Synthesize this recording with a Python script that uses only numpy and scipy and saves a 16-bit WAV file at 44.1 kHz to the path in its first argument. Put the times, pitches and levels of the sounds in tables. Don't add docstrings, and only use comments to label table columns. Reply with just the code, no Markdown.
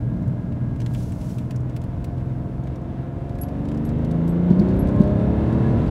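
import sys
import numpy as np
from scipy import signal
from scipy.fft import rfft, irfft, next_fast_len
from scipy.io import wavfile

SR = 44100
rng = np.random.default_rng(int(sys.argv[2]) if len(sys.argv) > 2 else 0)


def wav_record(signal):
    frames = np.transpose(np.atleast_2d(signal))
    bounded = np.clip(frames, -1, 1)
    quanta = np.round(bounded * 32767).astype(np.int16)
    wavfile.write(sys.argv[1], SR, quanta)


N = 260190


def engine():
    # time in seconds, crank speed in turns a minute.
    speeds = [(0.0, 2411), (0.3, 2424), (0.6, 2410), (1.2, 2447), (1.8, 2511), (2.3, 2579), (2.7, 2654),
              (3.05, 2703), (3.3, 2767), (3.55, 2866), (3.8, 3004), (4.05, 3185), (4.4, 3480), (5.0, 3985),
              (5.45, 4337), (5.9, 4649)]
    # time in seconds, throttle from 0 (light) to 1 (full).
    throttle = [(0, 0), (3.45, 0.2), (3.8, 0.93), (5.9, 0.9)]
    rpm, = curves(speeds)
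    load, = curves(throttle)
    cycle_hz = rpm / 120
    phase = 2 * np.pi * np.cumsum(cycle_hz) / SR
    doublings = np.log2(rpm / 2400)
    knock = np.exp(.25 * np.cos(6 * phase))
    note = drone(cycle_hz, phase, load)
    rough = roar(doublings, knock) + clatter(doublings, knock, phase, load)
    return note + filtered(rough, lambda hz: amp(cabin_db(hz, path=0)))


def drone(cycle_hz, phase, load):
    # time in seconds, gain of the whole note in dB.
    loudness = [(0.0, -31.5), (1.5, -32.5), (2.4, -32.5), (3.3, -34), (3.6, -30), (4.7, -27), (5.7, -30),
                (5.9, -32.5)]
    # multiple, level in dB at light load, level in dB at full load.
    low_tones = [(2, 2, 4), (3, -1.5, -6.5), (4, -2, -5), (5, -4, -0.1), (6, 0.4, 2.13), (7, -6, -5),
                 (8, -7.5, -7.5), (9, -8.5, -1.4), (10, -19.5, -10.5), (11, -9, -8.5), (12, -10, -4),
                 (13, -23.5, -14.5), (14, -13.0, -16), (15, -9.5, -13.5)]
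    # multiple, centre and width in Hz, boost in dB.
    swells = [(6, 170, 14, 5), (9, 228, 16, 4), (9, 330, 14, 6), (11, 335, 14, 5), (12, 370, 18, 4),
              (15, 332, 12, 5), (17, 575, 30, 4), (18, 608, 30, 9), (19, 620, 25, 4), (23, 535, 20, 5),
              (26, 980, 40, 9), (29, 1070, 40, 10), (30, 698, 32, 13), (32, 715, 35, 4), (32, 1065, 35, 9),
              (45, 1690, 50, 10), (47, 985, 20, 5), (51, 1680, 50, 11), (75, 2700, 70, 12)]
    note, samples = np.zeros(N), np.arange(N)
    steps = samples[::256]
    for k, light_db, full_db in low_tones + high_tones():
        k = round(k)
        hz = k * cycle_hz[steps]
        path = int(k % 3 == 0)
        db = light_db + load[steps] * (full_db - light_db)
        db += cabin_db(hz, path) + 1.3 * wobble(5, steps)
        db += sum(boost * bump(hz - centre, width) for j, centre, width, boost in swells if round(j) == k)
        drift = rng.uniform(0, 2 * np.pi) + 0.29 * wobble(6, steps)
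        tone = np.sin(k * phase + np.interp(samples, steps, drift))
        note += np.interp(samples, steps, amp(db)) * tone
    return np.sqrt(2) * amp(curves(loudness)[0]) * note


def high_tones():
    # extra dB at light load, at full load.
    pattern = [(2.5, 1), (-2.5, -1.5), (0.5, 2.5)]
    # multiple (rounded below), extra dB at light load, at full load.
    standouts = [(23, 4, 1.5), (30, 4, -1.5), (32, 9.5, 3), (33, 10, -1.5), (36, 6, -3.5), (47, 7.5, 2),
                 (48, 2.5, 0), (54, -0.5, 5.5), (57, 4, 1.5), (60, -1.5, 4), (62.5, -1, 5)]
    multiples = np.arange(16, 76)
    octaves = np.log2(multiples / 16)
    light_db, full_db = -23.5 - 11.5 * octaves, -18 - 16 * octaves
    extra_db = {round(k): db for k, *db in standouts}
    db = np.transpose([light_db, full_db])
    db += [np.add(pattern[k % 3], extra_db.get(k, 0)) for k in multiples]
    db += 1.8 * rng.standard_normal((len(multiples), 1))
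    return list(zip(multiples, *db.T))


def roar(doublings, knock):
    # frequency in Hz, relative level in dB.
    colour = [(50, -120), (200, 0.5), (350, 7.5), (600, -4), (800, -4.5), (1050, -8), (1300, -9.5),
              (1700, -24), (2400, -51), (6000, -120)]
    return amp(-42.5 + 12 * doublings) * noise(colour, knock)


def clatter(doublings, knock, phase, load):
    # frequency in Hz, relative level in dB.
    colour = [(500, -120), (1100, -8.5), (1600, -1.5), (2200, -6.5), (3000, -11), (4000, -15.5),
              (4800, -21), (7000, -26.5), (10000, -29.5), (15800, -47.5)]
    db = -63 + 9.5 * doublings + 2.5 * load
    loose = amp(db + 2 * wobble(20)) * noise(colour, knock)
    one_cycle = rng.standard_normal(512)
    repeated = np.interp(phase / (2 * np.pi) % 1 * 512, np.arange(512), one_cycle, period=512)
    return loose + amp(db - 1 + 3 * load) * coloured(repeated, colour)


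def cabin_db(hz, path):
    # centre in Hz, width in Hz, gain in dB through the mounts, through the exhaust.
    resonances = [(45.6, 25.3, -11.5, -12.5), (71, 5.1, 4.5, -0.5), (102, 47, -5, 1.5),
                  (153, 17, -2.1, -3.5), (178, 8.2, 3.5, 4), (195, 15, -9.5, -1.1), (269, 15, 2, -2),
                  (320.7, 17, -3, -5.5), (357.6, 11.4, -5, -7), (390, 20, -4.5, -5.5), (438, 11, -1, -2),
                  (459, 22, 0.2, -1.5), (541, 19, 4.5, 0.5), (611, 16, 6.5, 5), (706, 22, 7, 5),
                  (734, 32, -5, -4), (828, 30, -3, 0.5), (854, 4.9, 2.5, -0.5), (957, 27, 2, -2.5),
                  (1059, 3.9, 7.5, -7), (1210, 120, -3.5, -7.5), (1685, 13, 5.5, 10), (2100, 33, 4, 5),
                  (2450, 120, -0.5, -3), (2676, 48, 2, 5), (3630, 220, 2, 5)]
    return sum(gains[path] * bump(hz - centre, width) for centre, width, *gains in resonances)


def road():
    # time in seconds, rumble level in dB, boom level in dB.
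    levels = [(0.0, -41, -25), (0.38, -43, -26.5), (0.8, -35, -29), (1.2, -40, -30.5), (1.62, -44, -29.5),
              (1.9, -30, -35), (2.45, -39, -31), (2.75, -32, -36.5), (2.96, -48, -28.5), (3.27, -30, -34.5),
              (3.65, -39, -37), (3.9, -29.5, -32.5), (4.45, -38, -29.5), (4.72, -26.5, -26),
              (5.27, -29, -25), (5.9, -25, -19)]
    # frequency in Hz, relative level in dB.
    rumble_colour = [(12, -45), (24, -22), (31, -12), (45, -2), (70, 0), (100, -3), (140, -14), (250, -40),
                     (1000, -120)]
    boom_colour = [(20, -120), (60, -6.5), (100, 1), (125, 7), (150, 0), (180, -1), (230, -7), (300, -11),
                   (400, -26.5), (700, -55.5), (3000, -120)]
    rumble_db, boom_db = curves(levels)
    rumble = amp(rumble_db + 1.2 * wobble(5)) * noise(rumble_colour)
    boom = amp(boom_db + 1.7 * wobble(8.3)) * noise(boom_colour)
    return rumble + boom


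def thumps():
    # middle in seconds, level in dB, pitch in Hz, length in seconds.
    joints = [(4.511, -4, 190.6, 0.012), (4.598, -7.5, 192, 0.013), (4.618, -8, 193, 0.017),
              (5.0075, -1.5, 180, 0.0092)]
    out, t = np.zeros(N), np.arange(-2000, 2000) / SR
    for s, db, hz, length in joints:
        phase = 2 * np.pi * hz * t
        body = np.sin(phase) + amp(-13) * np.sin(1.8 * phase)
        out[round(s * SR) - 2000:][:len(t)] -= amp(db) * bump(t, length / 2) * body
    return out


def clinks():
    # start in seconds, level in dB, relative dB of the high and of the low varying ring.
    hits = [(3.414, -30, -28, -24), (3.8516, -48.5, -16, -12), (4.2737, -58.5, -23, -7.5),
            (4.29, -52, -4.5, -3), (4.793, -41, -24, -24)]
    # pitch in Hz, relative level in dB, seconds to fade by 60 dB.
    steady_rings = [(11306, -5, .12), (11315, -5.5, .11), (9000, -14, .025), (15190, -24, .1)]
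    # pitch in Hz, seconds to fade by 60 dB.
    varying_rings = (14150, .2), (8040, 0.11)
    out, t = np.zeros(N), np.arange(SR // 4) / SR
    attack = 1 - np.exp(-t / 0.00075)
    ring = lambda hz, db, fade_s: amp(db - 60 * t / fade_s) * np.sin(2 * np.pi * hz * t)
    steady = sum(ring(*row) for row in steady_rings)
    for s, db, *ring_db in hits:
        varying = sum(ring(hz, level, fade_s) for (hz, fade_s), level in zip(varying_rings, ring_db))
        out[round(s * SR):][:len(t)] += amp(db) * attack * (steady + varying)
    return out


def ticks():
    # start in seconds, level in dB, centre in Hz, relative dB of the dull and the bright part.
    snaps = [(0.2233, -55, 3830, 1, -10), (0.2767, -55, 3510, 4, 1), (0.5214, -60, 3650, 24, -16),
             (0.759, -53.5, 3580, 13, -14), (0.8012, -39.5, 5150, 7.5, -24), (0.8156, -42, 3720, 9, -23),
             (0.8608, -38, 3630, 12, -26), (0.936, -45, 3710, 1, 1), (0.9466, -40, 3510, 13, -17.5),
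             (0.9803, -50.5, 4330, 5, -10), (1.1194, -45.5, 8140, 9, -17.5), (1.212, -47.5, 4370, 11, -5.5),
             (1.383, -43.5, 3500, 13, -4.5), (1.5072, -41, 3540, 10.5, -7), (1.559, -41.5, 6060, 3, -18.5),
             (1.6042, -55.5, 6030, 4, -12), (1.6957, -46, 3500, -4, -32), (1.763, -44, 4430, 14, -1),
             (1.8152, -44.5, 3710, 2, -19), (1.837, -54, 4680, 17, 2), (2.0423, -41.5, 4020, 10, -3),
             (2.178, -60, 3650, 20, -7), (2.636, -52.5, 3970, 1, -14), (2.6704, -53.5, 3650, 16, -12.5),
             (2.7563, -48.5, 4760, 5, -15.5), (2.814, -57.5, 3700, 4, -12), (3.2928, -54, 4150, 16, -9),
             (3.3526, -52.5, 3720, 11, -14.5), (3.3846, -51, 4130, 16, -4), (3.4108, -43, 8920, -7, -14.5),
             (3.433, -41, 4420, 3.5, -14), (3.484, -49, 4830, 11, -13), (3.652, -50, 3720, 12, -18),
             (3.6856, -45, 3860, 9.5, -20.5), (3.7144, -47, 3580, 13, -14.5), (3.745, -48, 4690, 0, -14.5),
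             (3.773, -46, 4410, -1, -15), (3.8492, -45.5, 3770, -2, -2), (3.89, -43.5, 4330, 6, -19),
             (4.0466, -42.5, 3850, 4, -17.5), (4.111, -41, 3570, 4, -15), (4.2777, -42.5, 3640, -3, -9),
             (4.502, -52.5, 3700, 11.5, -18.5), (4.594, -49.5, 3680, 6.5, -15),
             (4.6882, -52.5, 4380, 4.5, -24.5), (4.764, -58, 3680, 6, 3), (4.79, -50, 3520, 3.5, 2.5),
             (4.871, -47, 3700, 5, -7), (4.8864, -43, 3720, -5, -23), (4.96, -51, 3640, 6.5, -9),
             (4.9965, -49.5, 3890, 12.5, -6), (5.015, -47, 3500, 11.5, -9.5),
             (5.034, -51.5, 3610, 16, -5.5), (5.0738, -50.5, 3650, 9, -18.5), (5.5264, -48.5, 3670, 6, -9),
             (5.8613, -53.5, 3610, 18, -14)]
    faint = [(s, -63, 3800, 8, -11) for s in rng.uniform(.01, N / SR, 24)]
    fade_s, attack_s = 0.04, .0014
    out, t, f = np.zeros(N + 4096), np.arange(4096) / SR, np.fft.rfftfreq(4096, 1 / SR)
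    band = lambda hz, sharpness: 1 / np.sqrt(1 + (sharpness * (f / hz - hz / (f + 1))) ** 4)
    for s, db, hz, dull_db, bright_db in snaps + faint:
        snap = amp(db - 60 * t / fade_s) * (1 - np.exp(-t / attack_s)) * rng.standard_normal(len(t))
        colour = amp(dull_db) * band(2070, 1.27) + band(hz, 3.9)
        colour += amp(-2) * band(6400, 1.7) + amp(bright_db) * band(11000, 1.3)
        out[round(s * SR) - 64:][:len(t)] += irfft(rfft(np.roll(snap, 64)) * colour)
    return out[:N]


def rattles():
    # start in seconds, level in dB, fading time in seconds.
    jolts = [(4.503, -55.5, 0.033), (4.593, -51.5, 0.023), (4.685, -57.5, .04), (5.005, -57.5, 0.058),
             (5.524, -62, .04), (5.87, -57, .05)]
    # frequency in Hz, relative level in dB.
    colour = [(1500, -120), (3000, -8), (4400, 5), (5500, -4.5), (9000, -14.5), (15800, -21.5)]
    t = np.arange(N) / SR
    shake = sum(amp(db) * (t > s) * np.exp(-np.abs(t - s) / fade_s) for s, db, fade_s in jolts)
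    return shake * noise(colour, amp(3.5 * wobble(250)))


def sleeve():
    # loudest moment in seconds, level in dB, seconds to fall by 7 dB.
    strokes = [(1.007, -53.5, 0.08), (1.284, -54.5, 0.089)]
    # frequency in Hz, relative level in dB.
    colour = [(600, -120), (1500, -19), (2500, -1), (3900, -2.5), (6000, -0.5), (8000, -3.5), (11300, -6),
              (15800, -13)]
    t = np.arange(N) / SR
    swell = sum(amp(db - 7 * np.abs(t - s) / fall_s) for s, db, fall_s in strokes)
    return swell * noise(colour, amp(wobble(60)))


def whines():
    # time in seconds, pitch in Hz, level in dB.
    turbo = [(3.7, 12900, -100), (3.78, 13300, -89), (4.0, 14670, -91), (4.15, 15500, -98)]
    hum = [(0, 1637, -61), (.95, 1637, -61), (1.15, 1637, -90)]
    out, t = np.zeros(N), np.arange(N) / SR
    for rows in (turbo, hum):
        hz, db = curves(rows)
        sounding = (t > rows[0][0]) & (t < rows[-1][0])
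        level = np.sqrt(2) * amp(db + 2.5 * wobble(25))
        out += sounding * level * np.sin(2 * np.pi * np.cumsum(hz) / SR + .7 * wobble(30))
    return out


def air():
    # frequency in Hz, relative level in dB.
    colour = [(1000, -120), (3000, 0), (5000, 1.5), (9000, -3.5), (13000, -7), (15800, -10.5)]
    return amp(-71.5 + .8 * wobble(3.6)) * noise(colour)


def amp(db):
    return 10 ** (np.asarray(db) / 20)


def bump(offset, width):
    return np.exp(-(offset / width) ** 2)


def curves(rows):
    seconds, *columns = np.transpose(rows)
    return [np.interp(np.arange(N) / SR, seconds, column) for column in columns]


def wobble(rate, at=np.arange(N)):
    points = rng.standard_normal(int(N * rate / SR) + 2)
    return np.interp(at * rate / SR, np.arange(len(points)), points)


def filtered(x, response):
    size = next_fast_len(N + 8192)
    return irfft(rfft(x, size) * response(np.fft.rfftfreq(size, 1 / SR)), size)[..., :N]


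def coloured(x, colour):
    freqs, db = np.transpose(colour)
    shaped = filtered(x, lambda hz: amp(np.interp(np.log(hz + 1), np.log(freqs + 1), db)))
    return shaped / np.sqrt(np.mean(shaped ** 2) + 1e-20)


def noise(colour, flutter=1):
    return coloured(flutter * rng.standard_normal(N), colour)


def scene():
    rolling = road() + thumps() + air()
    small_sounds = sleeve() + ticks() + rattles() + clinks()
    return (engine() + whines() + rolling + small_sounds)[None]


def record(dry):
    fade = signal.windows.tukey(N, .012 * SR / N)
    return filtered(dry * fade, lambda hz: hz < 15830)


dry = scene()
out = record(dry)
wav_record(out)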